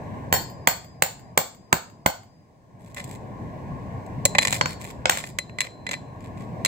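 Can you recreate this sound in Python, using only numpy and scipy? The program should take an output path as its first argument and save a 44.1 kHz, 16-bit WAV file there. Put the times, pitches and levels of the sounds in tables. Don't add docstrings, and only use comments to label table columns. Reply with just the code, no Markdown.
import sys
import numpy as np
from scipy import signal
from scipy.fft import rfft, irfft, next_fast_len
from scipy.io import wavfile
from scipy.ndimage import uniform_filter1d

SR = 44100
rng = np.random.default_rng(int(sys.argv[2]) if len(sys.argv) > 2 else 0)


def transcribe(u):
    v = np.clip(np.atleast_2d(u).T, -1, 1)
    q = np.round(v * 32767).astype(np.int16)
    wavfile.write(sys.argv[1], SR, q)


N = 294147

# f/Hz, level/dB, ring time/s (to fade by 60 dB)
HAMMER_NOTES = [(996, -5, .07), (1680, -7, .06), (4340, -8, .17), (4506, -10, .17), (4958, -28, 1.1),
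                (4962, -37, 1.1), (5340, -14, .1), (7090, -4, .1), (14410, 4.5, .115), (14770, 3, .105)]
# f/Hz, width/Hz, boost/dB
HANDLE_PEAKS = [(540, 90, 1), (930, 150, 1), (1550, 250, 8), (3350, 500, 2), (7200, 700, 0), (8050, 500, 2)]
# f/Hz, width/Hz, boost/dB
BLADE_PEAKS = [(565, 70, 10), (1060, 120, 6), (1800, 70, 9), (2030, 80, 10), (2420, 200, 8), (3450, 400, 7),
               (4100, 300, 6), (5000, 400, 4), (7080, 120, 11), (7520, 150, 12), (8050, 350, 9),
               (11150, 350, 10), (12200, 250, 7), (15200, 400, 8)]
# f/Hz, left minus right/dB
TOOL_BALANCE = [(100, 1.5), (300, 2.5), (600, -1), (1100, -2), (2100, -2), (4500, 3.5), (8000, 1.5),
                (14000, -4)]


def blows():
    # t/s, level/dB, weight/dB, brightness/dB, hammer ring/dB, porch/dB
    hits = [(0.3265, -20, 4, 0, -1.5, 0), (0.6732, -13.5, -4, -1.5, -7.5, -6),
            (1.0229, -16.5, -4.5, 1.5, -11, -7), (1.3761, -17, 2, 4, -9, -7.5),
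            (1.7278, -14.5, 5, -2, -12, -9.5), (2.0615, -17, 4, -2, -10, -8)]
    tone = [-1.5, 1, 0, -1, 0]
    for start, db, weight_db, bright_db, ring_db, porch_db in hits:
        sound = strike(db, tone, weight_db, bright_db, HANDLE_PEAKS, [(HAMMER_NOTES, ring_db)])
        yield start, sound, porch_db


def clanks(heel_bright_db=-4, heel_ring_db=-3, choke_s=.06, porch_db=-20):
    # t/s, level/dB, weight/dB, brightness/dB, blade ring/dB, heel delay/s, heel against tip/dB
    landings = [(4.2534, -24, 17, 19, 0, .0056, -6), (4.3505, -24, 14, -10, -14, .003, 0),
                (4.3842, -14, -1, -4, -3, .0033, 1), (4.428, -28.5, -3, 4, -2, .004, -1),
                (4.4505, -24, 2, 3, -20, .002, -1), (4.4724, -25, 0, 5, -5, .0086, -1),
                (4.5258, -25, 4, 6, -15, .0042, -1), (5.2391, -36, 5, -5, -20, .002, -2),
                (5.3868, -25, -2, 4, -1.5, .002, -8), (5.5859, -33, 2, -3, 0, .002, -4),
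                (5.6058, -22, -14, 3, -2, .0092, -5), (5.8667, -30, -3, -9, -2, .002, -5),
                (5.8907, -31.5, 0, -5, -12, .002, -4), (5.9121, -31.5, -2, 3, -6, .003, -1),
                (5.9326, -30.5, -12, -8, -8, .0064, 4), (6.6494, -22, 1, 8, 1, .0096, -2)]
    # f/Hz, level/dB, ring time/s
    blade_notes = [(556, -13, .25), (1790, -6, .055), (2013, 1.5, .075), (2400, -8, .04), (3887, -28, .3),
                   (4064, -7, .22), (4072, -23, .8), (7041, -7, .05), (7526, -7, .03), (10850, -8, .08),
                   (11190, -6, .035), (12190, -14, .04)]
    tone = [-15, -7, 0, 1, -12]
    choked = [(hz, db, min(ring_s, choke_s)) for hz, db, ring_s in blade_notes]
    for start, db, weight_db, bright_db, ring_db, heel_s, heel_db in landings:
        tip = strike(db, tone, weight_db, bright_db, BLADE_PEAKS, [(blade_notes, ring_db)])
        heel = strike(db + heel_db, tone, weight_db, bright_db + heel_bright_db,
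                      BLADE_PEAKS, [(choked, heel_ring_db)])
        yield start, tip, porch_db
        yield start + heel_s, heel, porch_db


def drops(thump_db=-15):
    # t/s, level/dB, weight/dB, sizzle/dB, hammer ring/dB, grip ring/dB, porch/dB
    landings = [(4.6115, -18.5, 6, -16, -2, -25, -12), (4.658, -26.5, 9, -8, 3, -25, -8),
                (5.0561, -17.5, -4, -11, -21, -3.5, -8), (5.096, -16, -7, 14, -15, -12, -6.5),
                (5.1728, -32, 0, 15, -14, -20, -20)]
    # f/Hz, level/dB, ring time/s
    grip_notes = [(511, 0, 0.16), (1626, -7, 0.058), (2223, -2, 0.044)]
    base_tone = [-2, -1, 0, 2, -15]
    for start, db, weight_db, sizzle_db, head_db, grip_db, porch_db in landings:
        tone = base_tone[:-1] + [base_tone[-1] + sizzle_db]
        rings = [(HAMMER_NOTES, head_db), (grip_notes, grip_db)]
        yield start, strike(db, tone, weight_db, 0, HANDLE_PEAKS, rings, thump_db), porch_db


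def ticks(porch_db=-15):
    # t/s, level/dB, brightness/dB
    touches = [(2.9455, -51, 11), (3.0418, -50, 13), (3.112, -50, 9), (4.064, -59, 6), (4.418, -33, -8),
               (4.5532, -38, -5), (4.85, -40, -5), (5.1229, -30, -11), (5.4956, -43, -17),
               (5.6502, -40, -14), (5.6702, -39, -17)]
    tone = [-8, -6, 0, 0, -5]
    for start, db, bright_db in touches:
        yield start, strike(db, tone, 0, bright_db, BLADE_PEAKS), porch_db


def strike(level_db, tone, weight_db, bright_db, resonances, rings=(), thump_db=-7):
    bands = [200, 750, 2100, 5500, 13000]
    by_weight = [1, .55, 0, 0, 0]
    by_brightness = [0, 0, 0, .65, 1.1]
    # f/Hz, level/dB, ring time/s
    slab_notes = [(47, -21, .12), (78, -13, .11), (112, -4, .09), (165, -2, .08), (240, -4, .06)]
    colour_db = np.add(tone, weight_db * np.array(by_weight) + bright_db * np.array(by_brightness))
    tilt = list(zip(bands, colour_db))
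    out = amp(colour_db[0] + thump_db) * ring(slab_notes, [(hz, 0) for hz in bands])
    add(out, 0, crack(tilt, resonances))
    for notes, ring_db in rings:
        out += amp(ring_db) * ring(notes, tilt)
    return amp(level_db) * out


def crack(tilt, resonances, decay_s=.002, chatter_db=-21, chatter_s=.007, span_s=.009, size=4096):
    # f/Hz, level/dB
    spectrum = [(40, -24), (110, -8), (300, -4), (600, -2), (1020, -1.5), (1270, -6), (2100, -2),
                (3100, -9), (5500, -15.5), (7500, -5), (8200, -9.5), (9100, -26), (10500, -22),
                (13500, -12), (16000, -20)]
    t, hz = np.arange(size) / SR, bins(size)
    envelope = np.exp(-t / decay_s) + amp(chatter_db) * np.exp(-t / chatter_s)
    burst = rfft(stereo_noise(size, likeness=.6) * envelope)
    burst /= np.sqrt(uniform_filter1d(abs(burst) ** 2, size=140))
    colour_db = read(spectrum, hz) + boosts(resonances, hz)
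    response = [causal(colour_db + read(tilt, hz) + side * read(TOOL_BALANCE, hz)) for side in (.5, -.5)]
    middle_power = np.sum(amp(colour_db)[(hz > 1500) & (hz < 3000)] ** 2)
    sound = irfft(burst * np.array(response)) * np.sqrt(span_s * SR * size / (2 * middle_power))
    fade_out = np.minimum(1, 2 * (1 - t / t[-1])) ** 2
    return sound * fade_out


def ring(notes, tilt, pivot_hz=4300):
    t, out = np.arange(SR) / SR, np.zeros((2, SR))
    side = np.array([[.5], [-.5]])
    for hz, db, ring_s in notes:
        count = min(SR, int(ring_s * 1.5 * SR))
        gain = amp(db + read(tilt, hz) - read(tilt, pivot_hz) + side * read(TOOL_BALANCE, hz))
        wave = np.sin(2 * np.pi * (hz * t[:count] + rng.random()))
        out[:, :count] += gain * np.exp(-np.log(1000) * t[:count] / ring_s) * wave
    fade_in = 1 - np.exp(-t / .0005)
    return out * fade_in


def tools():
    direct, sent = np.zeros((2, 2, N))
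    for kind in blows, clanks, drops, ticks:
        for start, sound, porch_db in kind():
            add(direct, start, sound)
            add(sent, start, amp(porch_db) * sound)
    return direct, sent


def scrapes(grains_per_s=800, grain_db=5.5, grain_decay_s=.0005, taper=.4, peak_strength=1.1):
    # start/s, end/s, level/dB, treble slope/(dB per octave)
    strokes = [(2.78, 2.95, -63, 2), (2.955, 3.025, -39.5, -2.5), (3.02, 3.18, -53, 2.5),
               (4.41, 4.445, -34, 1), (4.485, 4.60, -34, 2), (4.66, 4.75, -45, 1.5), (4.79, 4.93, -46, 1.5),
               (5.085, 5.22, -37.5, -.3), (5.2, 5.32, -49, 3), (5.61, 5.68, -44, -2),
               (5.91, 5.955, -41, -2), (6.19, 6.29, -58, -.5), (6.36, 6.46, -57, -1)]
    # f/Hz, level/dB
    spectrum = [(100, -32), (550, -9), (1000, -6), (1300, -8), (2100, -3), (3200, -9), (4200, -11.5),
                (5800, -12), (7800, -9), (9500, -20), (12200, -17), (16000, -24.5)]
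    out, hz = np.zeros((2, N)), bins(2048)
    blade_db = read(spectrum, hz) + peak_strength * boosts(BLADE_PEAKS, hz)
    for start, end, db, slope_db in strokes:
        count = int((end - start) * SR)
        catches = rng.random(count) < grains_per_s / SR
        sizes = amp(grain_db * np.minimum(rng.exponential(1, count), 3))
        envelope = signal.lfilter([1], [1, -np.exp(-1 / (grain_decay_s * SR))], catches * sizes)
        grains = stereo_noise(count, likeness=.5) * envelope * signal.windows.tukey(count, taper)
        rattle = irfft(causal(blade_db + slope_db * np.log2(hz / 1000 + 1)))
        stroke = signal.fftconvolve(grains, rattle[None], axes=1)
        add(out, start, amp(db) * unit(stroke))
    return out


def porch(x, first_s=.0105, spacing=22):
    # f/Hz, ring time/s
    ring_times = [(100, 0.01), (500, 0.2918), (1000, .32), (2200, .32), (4500, .34), (7500, .35),
                  (10000, .23), (15000, .23)]
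    # f/Hz, gain/dB
    colour = [(100, -1.5), (300, -7), (700, 2), (2000, -9.5), (4500, -.5), (7500, -3), (10000, -4.5),
              (15000, -5)]
    # delay/s, level/dB
    echoes = [(.0115, -12), (.0135, -11), (.0235, -15), (.039, -16), (.1715, -35)]
    count = SR // spacing - 1
    places = np.arange(count) * spacing + rng.integers(0, spacing, (2, count))
    reflections = np.zeros((2, SR))
    np.put_along_axis(reflections, places, rng.choice([-1., 1.], places.shape), 1)
    reflections[:, :int(first_s * SR)] = 0
    hz, t, spectra = signal.stft(reflections, SR, nperseg=256)
    spectra = spectra * np.exp(-np.log(1000) * t / read(ring_times, hz)[:, None])
    strength = np.linalg.norm(signal.istft(spectra, SR)[1][0])
    tail = signal.istft(spectra * amp(read(colour, hz))[:, None], SR)[1] / strength
    for delay, db in echoes:
        tail[[0, 1], int(delay * SR) + rng.integers(0, 20, 2)] += amp(db)
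    return signal.fftconvolve(x, tail, axes=1)[:, :N]


def traffic(rumble_db=0, road_db=-4.5, patchy_db=1.5, left_db=1, split_hz=300):
    # f/Hz, level/dB
    spectrum = [(15, -46.5), (25, -22), (48, -11), (65, -10), (103, 1), (249, -7.5), (314, -14), (384, -16),
                (421, -15), (565, -17), (610, -13), (857, -19.5), (1000, -16.5), (1300, -39.5),
                (2200, -120)]
    # f/Hz, gain/dB
    treble = [(1000, -10), (1090, -8), (1200, -29), (1450, -25), (1700, -20), (2400, -29), (3200, -38),
              (5500, -44), (8000, -43), (9300, -55), (13500, -51), (16000, -54)]
    # f/Hz, likeness (0 to 1)
    likeness = [(60, .82), (200, .84), (350, .6), (520, .7), (800, .35), (1100, .3), (1300, .88),
                (1900, .4), (2300, .8), (2800, .2), (3300, .6), (4500, .15)]
    # t/s, gain/dB
    level_curve = [(0.0, -35), (0.2, -35), (0.65, -42), (0.78, -47), (1.06, -48), (1.28, -46), (1.49, -52),
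                   (2.01, -51), (2.34, -56), (2.65, -55), (3.08, -40), (3.42, -37), (4.48, -35),
                   (4.85, -39), (5.03, -39), (5.33, -45), (5.78, -44), (6.67, -35)]
    hz, frames = bins(2048), N // 512 + 3
    left_re, left_im, own_re, own_im, patches = rng.standard_normal((frames, len(hz), 5)).T
    same = np.clip(read(likeness, hz), 0, 1)[:, None]
    left = left_re + 1j * left_im
    right = same * left + np.sqrt(1 - same ** 2) * (own_re + 1j * own_im)
    patches = unit(uniform_filter1d(uniform_filter1d(patches, size=12, axis=0), size=8, axis=1))
    colour_db = read(spectrum, np.minimum(hz, 950)) + read(treble, hz)
    spectra = np.array([left, right]) * amp(colour_db[:, None] + patchy_db * patches)
    low = 1 / (1 + (hz[:, None] / split_hz) ** 6)
    out = np.zeros((2, N))
    for share, db in (low, rumble_db), (1 - low, road_db):
        layer = signal.istft(spectra * share, nperseg=2048, noverlap=1536)[1][:, :N]
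        out += amp(db) * unit(layer)
    level_db = np.interp(np.arange(N) / SR, *np.transpose(level_curve))
    return out * amp(level_db) * amp([[left_db / 2], [-left_db / 2]])


def hiss(level_db=-73.5):
    # f/Hz, level/dB
    spectrum = [(100, -5), (1400, 2), (3200, -3), (5000, -3), (8000, -2), (9300, -12), (16000, -12)]
    coloured = rfft(stereo_noise(N, likeness=.2)) * amp(read(spectrum, bins(N)))
    return amp(level_db) * unit(irfft(coloured, N))


def amp(db):
    return 10 ** (np.asarray(db) / 20)


def unit(x):
    return x / np.sqrt(np.mean(x ** 2) + 1e-20)


def read(points, hz):
    f, value = np.transpose(points)
    return np.interp(np.log(hz + 1), np.log(f + 1), value)


def add(mix, start_s, sound):
    part = mix[:, round(start_s * SR):][:, :sound.shape[1]]
    part += sound[:, :part.shape[1]]


def bins(size):
    return np.fft.rfftfreq(size, 1 / SR)


def causal(db):
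    log_gain = np.log(amp(np.r_[db, db[-2:0:-1]]))
    return np.exp(np.conj(signal.hilbert(log_gain)))[:len(db)]


def boosts(resonances, hz):
    peaks = sum(amp(db) ** 2 / (1 + (2 * (hz - f) / width) ** 2) for f, width, db in resonances)
    return 10 * np.log10(1 + peaks)


def stereo_noise(size, likeness):
    shared, own = rng.standard_normal(size), rng.standard_normal((2, size))
    return np.sqrt(likeness) * shared + np.sqrt(1 - likeness) * own


def scene(scrape_porch_db=-10):
    direct, sent = tools()
    grit = scrapes()
    return direct + grit + porch(sent + amp(scrape_porch_db) * grit) + traffic() + hiss()


def record(dry, top_hz=16200):
    # f/Hz, phase/rad
    phase_lag = [(600, 0), (1020, .5), (1250, 3.1), (1550, 3.6), (2300, 6.3), (3300, 9.4), (4250, 12.7),
                 (5300, 15.7), (16000, 46)]
    size = next_fast_len(N + SR // 10)
    lag = np.interp(bins(size), *np.transpose(phase_lag))
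    shift = np.exp(1j * np.array([-lag, lag]) / 2)
    widened = irfft(rfft(dry, size) * shift, size)[:, :N]
    clipped = widened / (1 + widened ** 8) ** (1 / 8)
    treble_cut = signal.firwin(255, top_hz, window=("kaiser", 8), fs=SR)
    return signal.oaconvolve(clipped, treble_cut[None], "same")


dry = scene()
out = record(dry)
transcribe(out)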